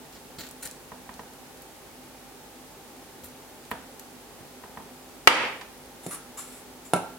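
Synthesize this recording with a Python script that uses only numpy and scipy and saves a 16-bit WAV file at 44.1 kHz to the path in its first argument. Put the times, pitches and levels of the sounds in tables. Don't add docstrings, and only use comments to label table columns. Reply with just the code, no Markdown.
import sys
import numpy as np
from scipy import signal
from scipy.fft import rfft, irfft, next_fast_len
from scipy.io import wavfile
from scipy.ndimage import uniform_filter1d

SR = 44100
rng = np.random.default_rng(int(sys.argv[2]) if len(sys.argv) > 2 else 0)


def generate_wav(signal):
    frames = np.transpose(np.atleast_2d(signal))
    scaled = np.clip(frames, -1, 1) * 32767
    pcm = np.round(scaled).astype(np.int16)
    wavfile.write(sys.argv[1], SR, pcm)


N = 316638
TIME = np.arange(N) / SR


def from_db(db):
    return 10 ** (np.asarray(db) / 20)


def rms_one(x):
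    return x / np.sqrt(np.mean(x ** 2) + 1e-20)


def at_hz(points, hz):
    points = np.array(points)
    return np.interp(np.log(np.maximum(hz, 1)), np.log(points[:, 0]), points[:, 1])


def convolve(x, response):
    return signal.oaconvolve(np.atleast_2d(x), np.atleast_2d(response), axes=-1)[:, :N]


def colour(x, spectrum, size=8192):
    gains = from_db(at_hz(spectrum, np.fft.rfftfreq(size, 1 / SR)))
    cepstrum = irfft(np.log(gains))[:size // 2]
    cepstrum[0] /= 2
    response = irfft(np.exp(rfft(2 * cepstrum, size)))[:size // 2]
    return convolve(x, response / np.linalg.norm(response))


def resonance(x, hz, width):
    r = np.exp(-np.pi * width / SR)
    poles = [1, -2 * r * np.cos(2 * np.pi * hz / SR), r * r]
    return signal.lfilter(np.array([1, 0, -1]) * (1 - r * r) / 2, poles, x + 1e-18)


def steep_band(x, hz, width):
    return resonance(resonance(x, hz, width), hz, width)


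def body(force, modes):
    ring = sum(from_db(db) * resonance(force, hz, np.log(1000) / np.pi / t60) for hz, db, t60 in modes)
    return force + ring


def dying(t, t60):
    return np.exp(-np.log(1000) * np.maximum(t, 0) / t60)


def blows(rows, size=2048):
    force = np.zeros(N + size)
    for start, db, hz in rows:
        at = round(start * SR)
        softness = signal.butter(2, min(hz, SR / 3), fs=SR, output="sos")
        force[at:at + size] += from_db(db) * signal.sosfilt(softness, signal.unit_impulse(size))
    return force[:N]


def stroke(start, rise, length, t60):
    return np.clip((TIME - start) / rise, 0, 1) * dying(TIME - start - max(length, rise), t60)


def grains(per_s, spread_db):
    sizes = from_db(spread_db * np.minimum(rng.exponential(1, N), 4)) * rng.choice([-1, 1], N)
    return rms_one(sizes * (rng.random(N) < per_s / SR))


# frequency_hz, correlation
STEREO_LIKENESS = [(100, 0.78), (450, 0.85), (900, 0.62), (1500, 0.4), (2800, 0.044), (5000, 0)]

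def diffuse(size):
    alike = np.clip(at_hz(STEREO_LIKENESS, np.fft.rfftfreq(size, 1 / SR)), -1, 1)
    mid, side = rfft(rng.standard_normal((2, size)))
    return irfft(np.sqrt((1 + alike) / 2) * mid + np.sqrt((1 - alike) / 2) * side * [[1], [-1]], size)


# frequency_hz, t60_s
ROOM_DECAY = [(120, 0.52), (400, 0.5), (1200, 0.46), (2800, 0.5), (5500, 0.42), (10000, 0.31),
              (15000, 0.098)]

def room_tail(size=32768, bands=12):
    t, hz = np.arange(size) / SR, np.fft.rfftfreq(size, 1 / SR)
    centres = np.geomspace(ROOM_DECAY[0][0], ROOM_DECAY[-1][0], bands)
    noise, tail = rfft(diffuse(size)), 0
    for centre, share in zip(centres, np.eye(bands)):
        band = irfft(noise * at_hz(np.c_[centres, share], hz))
        tail = tail + band * dying(t, at_hz(ROOM_DECAY, centre))
    return rms_one(tail * np.minimum(t / 0.0054, 1)) / np.sqrt(size)


def kitchen(x, near_db, room_db, lead_ms, near_t60=0.031, size=32768):
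    t = np.arange(size) / SR
    delay_samples = np.maximum([[-lead_ms], [lead_ms]], 0) * SR / 1000
    direct = np.sinc(np.arange(size) - delay_samples)
    near = rms_one(diffuse(size) * dying(t, near_t60) * np.minimum(t / 0.00037, 1)) / np.sqrt(size)
    return convolve(x, direct + from_db(near_db) * near + from_db(room_db) * room_tail())


# pitch_hz, half_width_hz, level_db
FAN_BANDS = [(144, 17, -63.5), (252.2, 8.6, -57), (392.3, 14, -65), (514.7, 12, -65.5), (794, 35, -59.5),
             (872, 21, -62)]
# pitch_hz, level_db
MOTOR_TONES = [(48.5, -64), (97, -69)]

def appliance():
    air = diffuse(next_fast_len(N + SR))
    fan = sum(from_db(db) * rms_one(steep_band(air, hz, 2 * half_width)[:, -N:])
              for hz, half_width, db in FAN_BANDS)
    motor = sum(from_db(db) * rms_one(np.sin(2 * np.pi * hz * TIME)) for hz, db in MOTOR_TONES)
    return motor + fan


# frequency_hz, gain_db
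ROOM_TONE_EQ = [(25, -5), (45, -1), (75, -2.5), (120, -22.5), (190, -1), (400, 1.5), (850, -4.5),
                (1200, -6.5), (2000, -9.5), (5000, -13), (11000, -14), (15500, -17)]

def room_tone():
    return from_db(-48) * colour(diffuse(next_fast_len(N)), ROOM_TONE_EQ)


# start_s, length_s, level_db, squelch_hz
GLASS_RUBS = [(0.119, 0.056, -54.5, 4500), (0.383, 0.027, -41, 4030), (0.403, 0.07, -49, 3860),
              (0.622, 0.044, -41.5, 8700), (3.237, 0.028, -49.5, 11500), (3.707, 0.0055, -43, 11800)]
# frequency_hz, gain_db
SCRAPE_EQ = [(200, 3.5), (1200, -4), (1700, 2), (2100, -2.5), (2700, -0.5), (3200, -8), (3900, -2),
             (5800, -10), (7200, -0.5), (9500, -11.5), (15000, -6)]

def glass_friction(judder_s=0.031, judder_db=10.5, squelch_db_per_octave=5):
    slips, bursts = grains(per_s=6000, spread_db=1.1), grains(per_s=9000, spread_db=9.3)
    pressure, wet = 0, batter_ticks()
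    for start, length, db, hz in GLASS_RUBS:
        judder = from_db(-judder_db * ((TIME - start) / judder_s % 1))
        press = from_db(db) * judder * stroke(start, rise=0.0056, length=length, t60=0.034)
        pressure = pressure + press
        squelch_db = -1 + squelch_db_per_octave * np.log2(hz / 8000)
        wet = wet + from_db(squelch_db) * press * rms_one(steep_band(bursts, hz, 0.62 * hz))
    scrape = colour(pressure * slips, SCRAPE_EQ)
    return from_db(2.5) * kitchen(scrape + wet, near_db=0.5, room_db=-5.5, lead_ms=0.0061)


# start_s, level_db, brightness_hz
SPATULA_HITS = [(.384, -8.5, 152), (.919, -17.5, 1010), (1.092, -20.5, 1410), (1.194, -17, 1010),
                (3.233, -12, 130), (3.7143, -10.5, 1900), (4.407, -13.5, 230), (4.638, -22, 1200),
                (4.773, -17.5, 1160), (4.801, -21, 850), (5.612, -27, 8800)]
# frequency_hz, gain_db
SPATULA_EQ = [(40, -7), (100, -3), (200, -1.5), (500, -3), (850, 0.5), (1300, -2.5), (1600, 2), (2100, -6),
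              (3300, 0.5), (6000, -7.5), (15000, -21)]
# pitch_hz, over_thud_db, t60_s
GLASS_RING = [(528, -4, 0.052), (901, 2, 0.022), (1270, -6.5, 0.026), (1680, -27, 0.02),
              (1916, -3.5, 0.029), (2225, -7, 0.0095), (2470, -27, 0.03), (4620, 3, .08), (6700, 2, 0.11)]

def spatula_taps(follow_s=0.00381, follow_db=2.5, follow_brightness=0.22):
    bumps = [(start + follow_s, db + follow_db, hz * follow_brightness) for start, db, hz in SPATULA_HITS]
    thud = colour(blows(SPATULA_HITS) + blows(bumps), SPATULA_EQ)
    taps = body(thud, GLASS_RING)
    return from_db(4) * kitchen(taps, near_db=6.5, room_db=-0.5, lead_ms=0.018, near_t60=0.052)


# start_s, level_db, pitch_hz
BATTER_TICKS = [(0.4888, -29, 10000), (.511, -24.5, 8540), (0.674, -21, 10000), (.712, -23, 7600),
                (1.14, -29.5, 5100), (1.62, -28, 10000), (3.237, -30, 4500), (3.996, -22.5, 11000)]

def batter_ticks(faint_count=10, faint_db=-35.5, scatter_s=6.9, attack_s=0.00025, size=1024):
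    t, wet = np.arange(size) / SR, np.zeros(N + size)
    burst = np.minimum(t / attack_s, 1) * dying(t - attack_s, t60=0.0023)
    faint = [(scatter_s * when, faint_db, 8000 * 2 ** (pitch - 0.5))
             for when, pitch in rng.random((faint_count, 2))]
    film = rng.standard_normal(N + size)
    for start, db, hz in list(BATTER_TICKS) + faint:
        at = round(start * SR)
        pop = resonance(film[at:at + size] * burst, hz, width=hz)
        wet[at:at + size] += from_db(db) * pop / np.linalg.norm(pop)
    return wet[:N]


# start_s, level_db, brightness_hz
LANDING_HIT = [(5.2734, 24, 6060)]
# frequency_hz, gain_db
LANDING_EQ = [(40, -25), (140, -12), (260, -4), (600, -1.5), (1200, 1), (2000, 0.5), (2800, 0.5),
              (4000, -8), (7000, -12), (15000, 0)]
# pitch_hz, width_hz, gain_db
COUNTER_CLACK = [(1320, 71, 20.5), (1610, 64, -1.5), (1930, 225, 13.5)]

def glass_landing():
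    force = blows(LANDING_HIT)
    knock = body(colour(force, LANDING_EQ), GLASS_RING)
    clack = sum(from_db(db) * resonance(force, hz, width) for hz, width, db in COUNTER_CLACK)
    knock = kitchen(knock, near_db=4, room_db=3.5, lead_ms=0.027, near_t60=0.03)
    clack = kitchen(clack, near_db=4.5, room_db=-12, lead_ms=0.17)
    return knock + from_db(-3) * clack


def wall_tone(slips, hz):
    return rms_one(steep_band(slips, hz, width=400 + 0.12 * hz))


# start_s, length_s, rasp_db, squeak_db, squeak_hz
STEEL_STROKES = [(6.026, 0.046, -48.5, -62, 7350), (6.081, 0.014, -48.5, -48, 9700),
                 (6.104, .042, -38.5, -51, 9700), (6.37, 0.026, -39, -44.5, 7350),
                 (6.402, 0.19, -51.5, -62, 7900), (6.846, 0.019, -50, -51.5, 7260)]
# frequency_hz, gain_db
RASP_EQ = [(150, -3), (600, 0.5), (1400, 2), (2000, 3), (3000, 1.5), (4800, -1.5), (7000, 3.5), (10000, 9),
           (12000, 3.5), (15500, -7)]
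# pitch_hz, over_rasp_db
SCUFF_RING = [(2620, -20), (3950, -17), (9450, -9)]

def steel_friction(scuff_db_per_hit_db=1.51, firm_rasp_db=-38, groan_db_per_rasp_db=3.1):
    slips = grains(per_s=8300, spread_db=2.4)
    pressure = 0
    for start, db, _ in STEEL_HITS:
        scuff_db = -37.5 + scuff_db_per_hit_db * db
        pressure = pressure + from_db(scuff_db) * stroke(start, rise=0.00042, length=0, t60=0.017)
    tones = pressure * sum(from_db(db) * wall_tone(slips, hz) for hz, db in SCUFF_RING)
    groan = wall_tone(slips, hz=1280)
    for start, length, rasp_db, squeak_db, squeak_hz in STEEL_STROKES:
        press = stroke(start, rise=0.0075, length=length, t60=0.13)
        pressure = pressure + from_db(rasp_db) * press
        squeak = from_db(squeak_db) * wall_tone(slips, squeak_hz)
        groan_db = -44 + groan_db_per_rasp_db * (rasp_db - firm_rasp_db)
        tones = tones + press * (squeak + from_db(groan_db) * groan)
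    rasp = colour(pressure * slips, RASP_EQ)
    return from_db(-3) * kitchen(rasp + tones, near_db=-0.5, room_db=-4.5, lead_ms=-0.016, near_t60=0.027)


# start_s, level_db, brightness_hz
STEEL_HITS = [(6.064, 2, 420), (6.9352, 12.5, 2190), (6.963, 2, 2500)]
# frequency_hz, gain_db
STEEL_EQ = [(50, -45), (110, -11.5), (200, -4), (450, -4), (900, 0.5), (1200, -18), (1600, -12.5),
            (1900, -28.5), (3000, -26.5), (8000, -10), (15000, -10.5)]
# pitch_hz, over_thud_db, t60_s
STEEL_RING = [(177, 0.5, 0.59), (390, -2, 0.34), (685, -4, 0.52), (1160, -3, 0.23), (1359, 19.5, 0.093),
              (1340, 3, 0.25), (1468, 5, 0.082), (1566, 11, 0.18), (2170, 16.5, 0.024), (2470, 5, 0.22),
              (2580, 0, .1), (3880, -9, 0.11), (6200, -10, .1), (8850, -2, .05)]

def steel_knocks():
    knocks = body(colour(blows(STEEL_HITS), STEEL_EQ), STEEL_RING)
    return from_db(1.5) * kitchen(knocks, near_db=-3, room_db=-6.5, lead_ms=-0.018, near_t60=0.11)


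def scene():
    glass = spatula_taps() + glass_landing() + glass_friction()
    steel = steel_friction() + steel_knocks()
    return glass + steel + appliance() + room_tone()


def gain_control(x, threshold_db=-9, release_db_per_s=90, attack_s=0.013, ahead_s=0.00025):
    power = uniform_filter1d(np.mean(x ** 2, axis=0), size=88)
    level_db = 10 * np.log10(np.maximum(power, 1e-12))
    over_db = np.maximum(np.interp(TIME + ahead_s, TIME, level_db) - threshold_db, 0)
    held_db = np.maximum.accumulate(over_db + release_db_per_s * TIME) - release_db_per_s * TIME
    r = np.exp(-1 / (attack_s * SR))
    return x * from_db(-signal.lfilter([1 - r], [1, -r], held_db))


def record(dry):
    lows = signal.sosfilt(signal.butter(1, 4000, fs=SR, output="sos"), dry)
    tilt = (0.13 * lows - 0.039 * dry) * [[-1], [1]]
    clipped = np.clip(gain_control(dry + tilt), -0.88, 0.88)
    low_cut = signal.butter(2, 52, "high", fs=SR, output="sos")
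    high_cut = signal.cheby2(24, 70, 16478, fs=SR, output="sos")
    return signal.sosfilt(high_cut, signal.sosfilt(low_cut, clipped))


dry = scene()
out = record(dry)
generate_wav(out)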